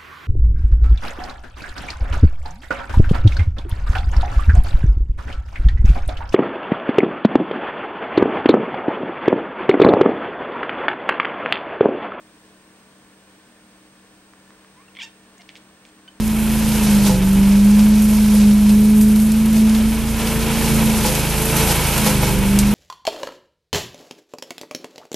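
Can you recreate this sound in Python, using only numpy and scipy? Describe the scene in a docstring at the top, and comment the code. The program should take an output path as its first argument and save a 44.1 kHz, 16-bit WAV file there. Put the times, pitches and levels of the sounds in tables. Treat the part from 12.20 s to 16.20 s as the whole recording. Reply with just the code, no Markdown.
"""A quiet room with a cat on a sofa, chattering at something above it. After three soft, dull taps
its vocal folds, ringing through throat and mouth, give a thin rising whimper and one short chirp
that dips in pitch and turns raspy. Teeth and tongue click and the wet mouth smacks among tiny squeaks.
Behind it are soft hiss, a low motor hum and the thin electrical whine of a camera."""
import sys
import numpy as np
from scipy import signal
from scipy.fft import rfft, irfft
from scipy.io import wavfile
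from scipy.ndimage import uniform_filter1d

SR = 44100
rng = np.random.default_rng(int(sys.argv[2]) if len(sys.argv) > 2 else 0)


def digitize_waveform(pressure):
    """Quantize a signal to 16-bit integers and store it at the path in sys.argv[1].

    Rows of a 2-D input are taken as channels; values are limited to [-1, 1].
    """
    field = np.atleast_2d(pressure).T
    bounded = np.clip(field, -1, 1)
    quanta = np.round(bounded * 32767).astype(np.int16)
    wavfile.write(sys.argv[1], SR, quanta)


N = 176400
TIME_S = np.arange(N) / SR
FREQS_HZ = np.maximum(np.fft.rfftfreq(N, 1 / SR), 1)


def from_db(db):
    """Decibels to gain."""
    return 10 ** (np.asarray(db) / 20)


def unit_rms(x):
    """Scale to rms 1."""
    return x / np.sqrt(np.mean(x ** 2) + 1e-20)


def over_time(points, **ends):
    """Interpolate (seconds, value) points at each sample."""
    return np.interp(TIME_S, *np.transpose(points), **ends)


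def over_frequency(points):
    """Interpolate (Hz, value) points over log frequency."""
    hz, value = np.transpose(points)
    return np.interp(np.log(FREQS_HZ), np.log(hz), value)


def coloured(x, spectrum):
    """Shape noise by (Hz, dB) points; rms 1."""
    return unit_rms(irfft(rfft(x) * from_db(over_frequency(spectrum)), N))


def drift(rate_hz):
    """Random motion, mostly below rate_hz; rms 1."""
    return unit_rms(irfft(rfft(rng.standard_normal(N)) / (1 + (FREQS_HZ / rate_hz) ** 2), N))


def low_pass(x, edge_hz, order=4):
    """Butterworth treble cut."""
    return signal.sosfilt(signal.butter(order, edge_hz, fs=SR, output="sos"), x)


def pan(x, left_db):
    """Stereo, with the left side left_db above the right."""
    return x * from_db([[left_db / 2], [-left_db / 2]])


def swell(start_s, length_s, edge_share):
    """Rise, hold and fall; each ramp takes edge_share of the length."""
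    progress = (TIME_S - start_s) / length_s
    ramp = np.minimum(progress, 1 - progress) / edge_share
    return np.sin(np.pi / 2 * np.clip(ramp, 0, 1))


def resonate(x, modes):
    """Parallel resonances of alternating sign. Each mode: centre in Hz, width in Hz, gain in dB."""
    out = 0
    for k, (hz, width_hz, db) in enumerate(modes):
        radius = np.exp(-np.pi * width_hz / SR)
        feedback = [1, -2 * radius * np.cos(2 * np.pi * hz / SR), radius ** 2]
        ring = signal.lfilter([1, 0, -1], feedback, x + 1e-18)
        out = out + (-1) ** k * from_db(db) * (1 - radius ** 2) / 2 * ring
    return out


def strike(times_s, peaks_db, modes):
    """Sharp contacts ring a body, each up to its peak level."""
    impulses = np.zeros(N)
    impulses[(np.asarray(times_s) * SR).astype(int)] = from_db(peaks_db)
    ring_peak = np.abs(resonate(signal.unit_impulse(256), modes)).max()
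    return resonate(impulses, modes) / ring_peak


def tone(hz, db, unsteady_share, waver_hz=10.8):
    """A sine with a share of its power wavering in level and phase."""
    waver = drift(waver_hz) + 1j * drift(waver_hz)
    amplitude = np.sqrt(2 * (1 - unsteady_share)) + np.sqrt(unsteady_share) * waver
    return from_db(db) * np.real(amplitude * np.exp(2j * np.pi * (hz * TIME_S + rng.random())))


def room_hiss(level_db=-53.5, flicker_db=0.24, right_lag_s=0.00008):
    """Soft noise that widens toward the treble and reaches the left first."""
    # Each row: frequency in Hz, relative density in dB.
    spectrum = [(20, -11), (40, -1.5), (120, 1.5), (270, -0.5), (480, 2.5), (640, 1), (830, -2), (1060, 1),
                (1330, -4.5), (1620, -3), (1760, 1), (1950, -5), (2400, -4), (4200, -8.5), (7000, -11.5),
                (9500, -18), (15500, -25.5)]
    # Each row: frequency in Hz, left-right correlation.
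    correlation = [(100, 0.98), (350, 0.9), (700, 0.73), (1300, 0.62), (2400, 0.58), (4400, 0.3),
                   (8000, 0.14), (14000, 0.11)]
    alike = over_frequency(correlation)
    mid, side = rfft(rng.standard_normal((2, N)))
    stereo = np.sqrt(1 + alike) * mid + np.sqrt(1 - alike) * side * [[1], [-1]]
    lag = np.exp(-2j * np.pi * FREQS_HZ * [[0], [right_lag_s]])
    noise = coloured(irfft(lag * stereo, N), spectrum)
    return from_db(level_db + flicker_db * drift(rate_hz=6.8)) * noise


def motor_hum():
    """Low motor tones, some steady, some wavering."""
    # Each row: frequency in Hz, level in dB, unsteady share of the power.
    partials = [(150.8, -74, 0.9), (192.9, -59, 0.04), (232.3, -65.5, 0.98), (283, -67.5, 1),
                (311.1, -61, 0.26), (431.3, -70.5, 0.82)]
    return sum(tone(*row) for row in partials)


def electrical_whine(whine_hz=8511.5, whine_db=-65, mains_hz=59.94, depth=0.08, swing_rad=0.72):
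    """A whine modulated at mains rate, faint near-steady tones and a wandering whistle."""
    # Each entry: frequency of a faint tone in Hz.
    tones_hz = [1087, 1410, 1539.5, 1723, 15315, 15734]
    tones_db = [-77, -73, -71.5, -77, -87.5, -73.5]
    tones = sum(tone(hz, db, unsteady_share=0.05) for hz, db in zip(tones_hz, tones_db))
    saw = uniform_filter1d(2 * (TIME_S * mains_hz % 1) - 1, size=60)
    carrier = np.sin(2 * np.pi * whine_hz * TIME_S - swing_rad * saw)
    whine = from_db(whine_db) * unit_rms((1 + depth * saw) * carrier)
    whistle_hz = 12590 + 51 * drift(rate_hz=8)
    whistle = from_db(-80) * unit_rms(np.sin(2 * np.pi * np.cumsum(whistle_hz) / SR))
    return pan(whine, left_db=-5.5) + tones + whistle


def dull_taps():
    """Soft contacts on a well-damped body."""
    # Each row: start in seconds, peak in dB.
    hits = [(2.136, -37), (2.306, -36.5), (2.447, -39.5)]
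    # Each row: centre in Hz, width in Hz, relative gain in dB.
    body_modes = [(1110, 240, 10.5), (1830, 620, 6), (3400, 3300, -8), (5400, 540, -25)]
    return strike(*np.transpose(hits), body_modes)


def fold_phase(pitch_hz, jitter_share, jitter_hz=350):
    """Phase in radians of vocal folds that never hold their pitch exactly."""
    return 2 * np.pi * np.cumsum(pitch_hz * (1 + jitter_share * drift(jitter_hz))) / SR


def squeaks():
    """Whimper and squeaks: brief, shaky glides of the vocal folds with four harmonics."""
    # Each row: start and length in seconds, first and last pitch in Hz, harmonics 1 to 4 in dB.
    glides = [(2.555, 0.081, 932, 1186, -54.5, -63, -85, -90), (2.6, 0.061, 1140, 1296, -66, -66, -77, -88),
              (2.679, 0.012, 1420, 1314, -58, -52, -73, -85),
              (3.191, 0.024, 725, 702, -55, -71, -52.5, -58),
              (3.877, 0.017, 1526, 1517, -53.5, -42.5, -58, -68)]
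    out = 0
    for start_s, length_s, first_hz, last_hz, *harmonics_db in glides:
        pitch_hz = over_time([(start_s, first_hz), (start_s + length_s, last_hz)])
        phase = fold_phase(pitch_hz, jitter_share=0.016)
        sound = sum(from_db(db) * np.sqrt(2) * np.cos(k * phase) for k, db in enumerate(harmonics_db, 1))
        out = out + swell(start_s, length_s, edge_share=0.4) * sound
    return out


def voice(pitch_hz, rasp_share, mouth_db, mouth_rasp_share=0.58, jaw_drop_s=2.82, drop_length_s=0.012):
    """Fold pulses and rasp ring the mouth and a throat that shifts as the jaw drops; level held even."""
    # Each row: centre in Hz, width in Hz, gain in dB. Throat with jaw nearly shut, then dropped; mouth.
    shut_modes = [(1030, 370, -18), (2270, 230, 2), (2830, 450, -0.5), (3380, 360, 1.5)]
    open_modes = [(940, 140, -8), (1810, 240, -4), (2770, 320, 1.5), (3750, 710, -4)]
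    mouth_modes = [(4720, 530, -7.5), (5500, 960, -7), (6600, 590, -8.5), (7230, 450, -10),
                   (8440, 1100, -19.5), (12400, 1400, -29)]
    phase = fold_phase(pitch_hz, jitter_share=0.013)
    pulses = unit_rms(sum(np.cos(k * phase) for k in range(1, 14)))
    rasp = unit_rms(rng.standard_normal(N) * (1 + np.cos(phase)) ** 2)  # gated by each fold cycle
    throat_drive = np.sqrt(1 - rasp_share) * pulses + np.sqrt(rasp_share) * rasp
    mouth_drive = np.sqrt(1 - mouth_rasp_share) * pulses + np.sqrt(mouth_rasp_share) * rasp
    opening = np.clip((TIME_S - jaw_drop_s) / drop_length_s, 0, 1)
    throat = resonate(throat_drive * (1 - opening), shut_modes)
    throat += resonate(throat_drive * opening, open_modes)
    sound = low_pass(throat, edge_hz=4350) + from_db(mouth_db) * resonate(mouth_drive, mouth_modes)
    return sound / np.sqrt(uniform_filter1d(sound ** 2, size=200) + 1e-12)


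def chirp(gain_db=-1, shimmer_db=1.2):
    """The main call catches once, dips in pitch and turns raspy as the mouth opens."""
    # Each row: time in seconds, pitch in Hz.
    pitch = [(2.75, 1120), (2.769, 1030), (2.775, 1095), (2.782, 1200), (2.788, 1110), (2.795, 1135),
             (2.801, 970), (2.806, 925), (2.812, 820), (2.819, 765), (2.829, 875), (2.838, 940),
             (2.85, 925), (2.866, 875), (2.884, 930)]
    # Each row: time in seconds, relative level in dB.
    envelope = [(2.748, -60), (2.767, -58), (2.769, -38.5), (2.776, -40.5), (2.78, -52), (2.786, -52),
                (2.789, -38), (2.797, -34), (2.806, -35.5), (2.817, -32), (2.824, -33.5), (2.836, -33),
                (2.842, -37), (2.854, -40), (2.86, -45.5), (2.886, -53)]
    # Each row: time in seconds, rasp share of the power driving the throat.
    rasp = [(2.769, .45), (2.776, .15), (2.788, .3), (2.794, .08), (2.808, .09), (2.82, .13), (2.836, .17),
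            (2.86, .1)]
    # Each row: time in seconds, gain of the mouth's treble in dB.
    mouth = [(2.77, -20), (2.806, -15), (2.82, -4), (2.836, 3), (2.85, 5), (2.864, -3)]
    level_db = gain_db + over_time(envelope, left=-200, right=-200)
    level_db += shimmer_db * drift(rate_hz=200)
    return from_db(level_db) * voice(over_time(pitch), over_time(rasp), over_time(mouth))


def jaw_clicks(teeth_db=-7):
    """Teeth and tongue click in a mouth cavity tuned a little differently each time."""
    # Each row: start in seconds, unfiltered jaw peak in dB, relative treble in dB, tuning ratio.
    clicks = [(2.7518, -35.5, -7, 1), (2.762, -35, -5, 0.97), (2.7693, -31.5, -5, 0.87),
              (2.7885, -34, -8, .9), (2.8189, -22, -3, 1.03), (3.2093, -40, 7, 1.02),
              (3.219, -42.5, 10, 0.9), (3.2897, -34.5, 2, 0.87), (3.292, -27, -0.5, 1.01),
              (3.2986, -39, -1, 0.9), (3.303, -37, -6, .92), (3.3551, -29.5, 1, 1.03),
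              (3.3624, -32.5, -2, 0.96), (3.652, -35.5, 3, 1.04), (3.8783, -37, -6, 1.05)]
    # Each row: centre in Hz, width in Hz, relative gain in dB.
    jaw_modes = [(2210, 380, 6.5), (3290, 450, 6)]
    teeth_modes = [(4800, 1000, -8.5), (6500, 750, -12)]
    out = np.zeros(N)
    for start_s, peak_db, treble_db, tuning in clicks:
        retune = np.array([tuning, 1, 1])
        out += strike([start_s], [peak_db], retune * jaw_modes)
        out += strike([start_s], [peak_db + treble_db + teeth_db], retune * teeth_modes)
    return low_pass(out, edge_hz=7800)


def lip_smacks(grains_per_s=15000):
    """Dense grains fizz as wet lips and tongue part."""
    # Each row: start in seconds, length in seconds, gain in dB, upper edge in Hz.
    smacks = [(2.822, .032, -48, 12000), (3.178, .008, -55, 11000), (3.21, .018, -50, 6500),
              (3.294, .018, -53, 5500), (3.359, .026, -46, 13000), (3.654, .055, -61, 12000)]
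    # Each row: frequency in Hz, relative density in dB.
    spectrum = [(800, -31), (1800, 2), (3000, 4.5), (5200, 5), (6500, -5), (8000, -1), (10000, -15),
                (12000, -10), (15500, -25)]
    grains = rng.standard_normal(N) * (rng.random(N) < grains_per_s / SR)
    fizz = coloured(grains, spectrum)
    return sum(from_db(db) * swell(start_s, length_s, edge_share=0.62) * low_pass(fizz, edge_hz)
               for start_s, length_s, db, edge_hz in smacks)


def saliva_ticks(width_hz=540):
    """Tiny films of saliva snap, each with one high, short ring."""
    # Each row: start in seconds, peak in dB, ring in Hz.
    snaps = [(3.1812, -39, 6700), (3.1835, -45, 7400), (3.6585, -50, 5000), (3.666, -45, 7000),
             (3.68, -52, 7700), (3.6905, -47, 7200)]
    return sum(strike([start_s], [db], [(hz, width_hz, 0)]) for start_s, db, hz in snaps)


def room_tail(x, t60_s=0.31, delay_s=0.004, gain_db=-10):
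    """Short, dull reflections of the furnished room, different at each side."""
    t = TIME_S[:SR // 2]
    reflections = rng.standard_normal((2, len(t))) * from_db(-60 * t / t60_s) * (t > delay_s)
    response = low_pass(unit_rms(reflections) / np.sqrt(len(t)), edge_hz=7000, order=1)
    return from_db(gain_db) * signal.fftconvolve(x[None], response, axes=1)[:, :N]


def scene():
    """Cat and taps with their reflections, over hiss, hum and whine."""
    call = chirp()
    thin_calls = squeaks()
    clicks = jaw_clicks() + lip_smacks() + saliva_ticks()
    taps = dull_taps()
    direct = pan(call + thin_calls + clicks + taps, left_db=-1.2)
    tail = room_tail(call + from_db(-4) * thin_calls + from_db(2) * clicks + from_db(-7) * taps)
    background = pan(room_hiss() + motor_hum(), left_db=0.8)
    return direct + tail + background + electrical_whine()


def record(dry):
    """Steep cut of the top treble."""
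    cutoff_hz = 15850
    return irfft(rfft(dry) / np.sqrt(1 + (FREQS_HZ / cutoff_hz) ** 300), N)


dry = scene()
out = record(dry)
digitize_waveform(out)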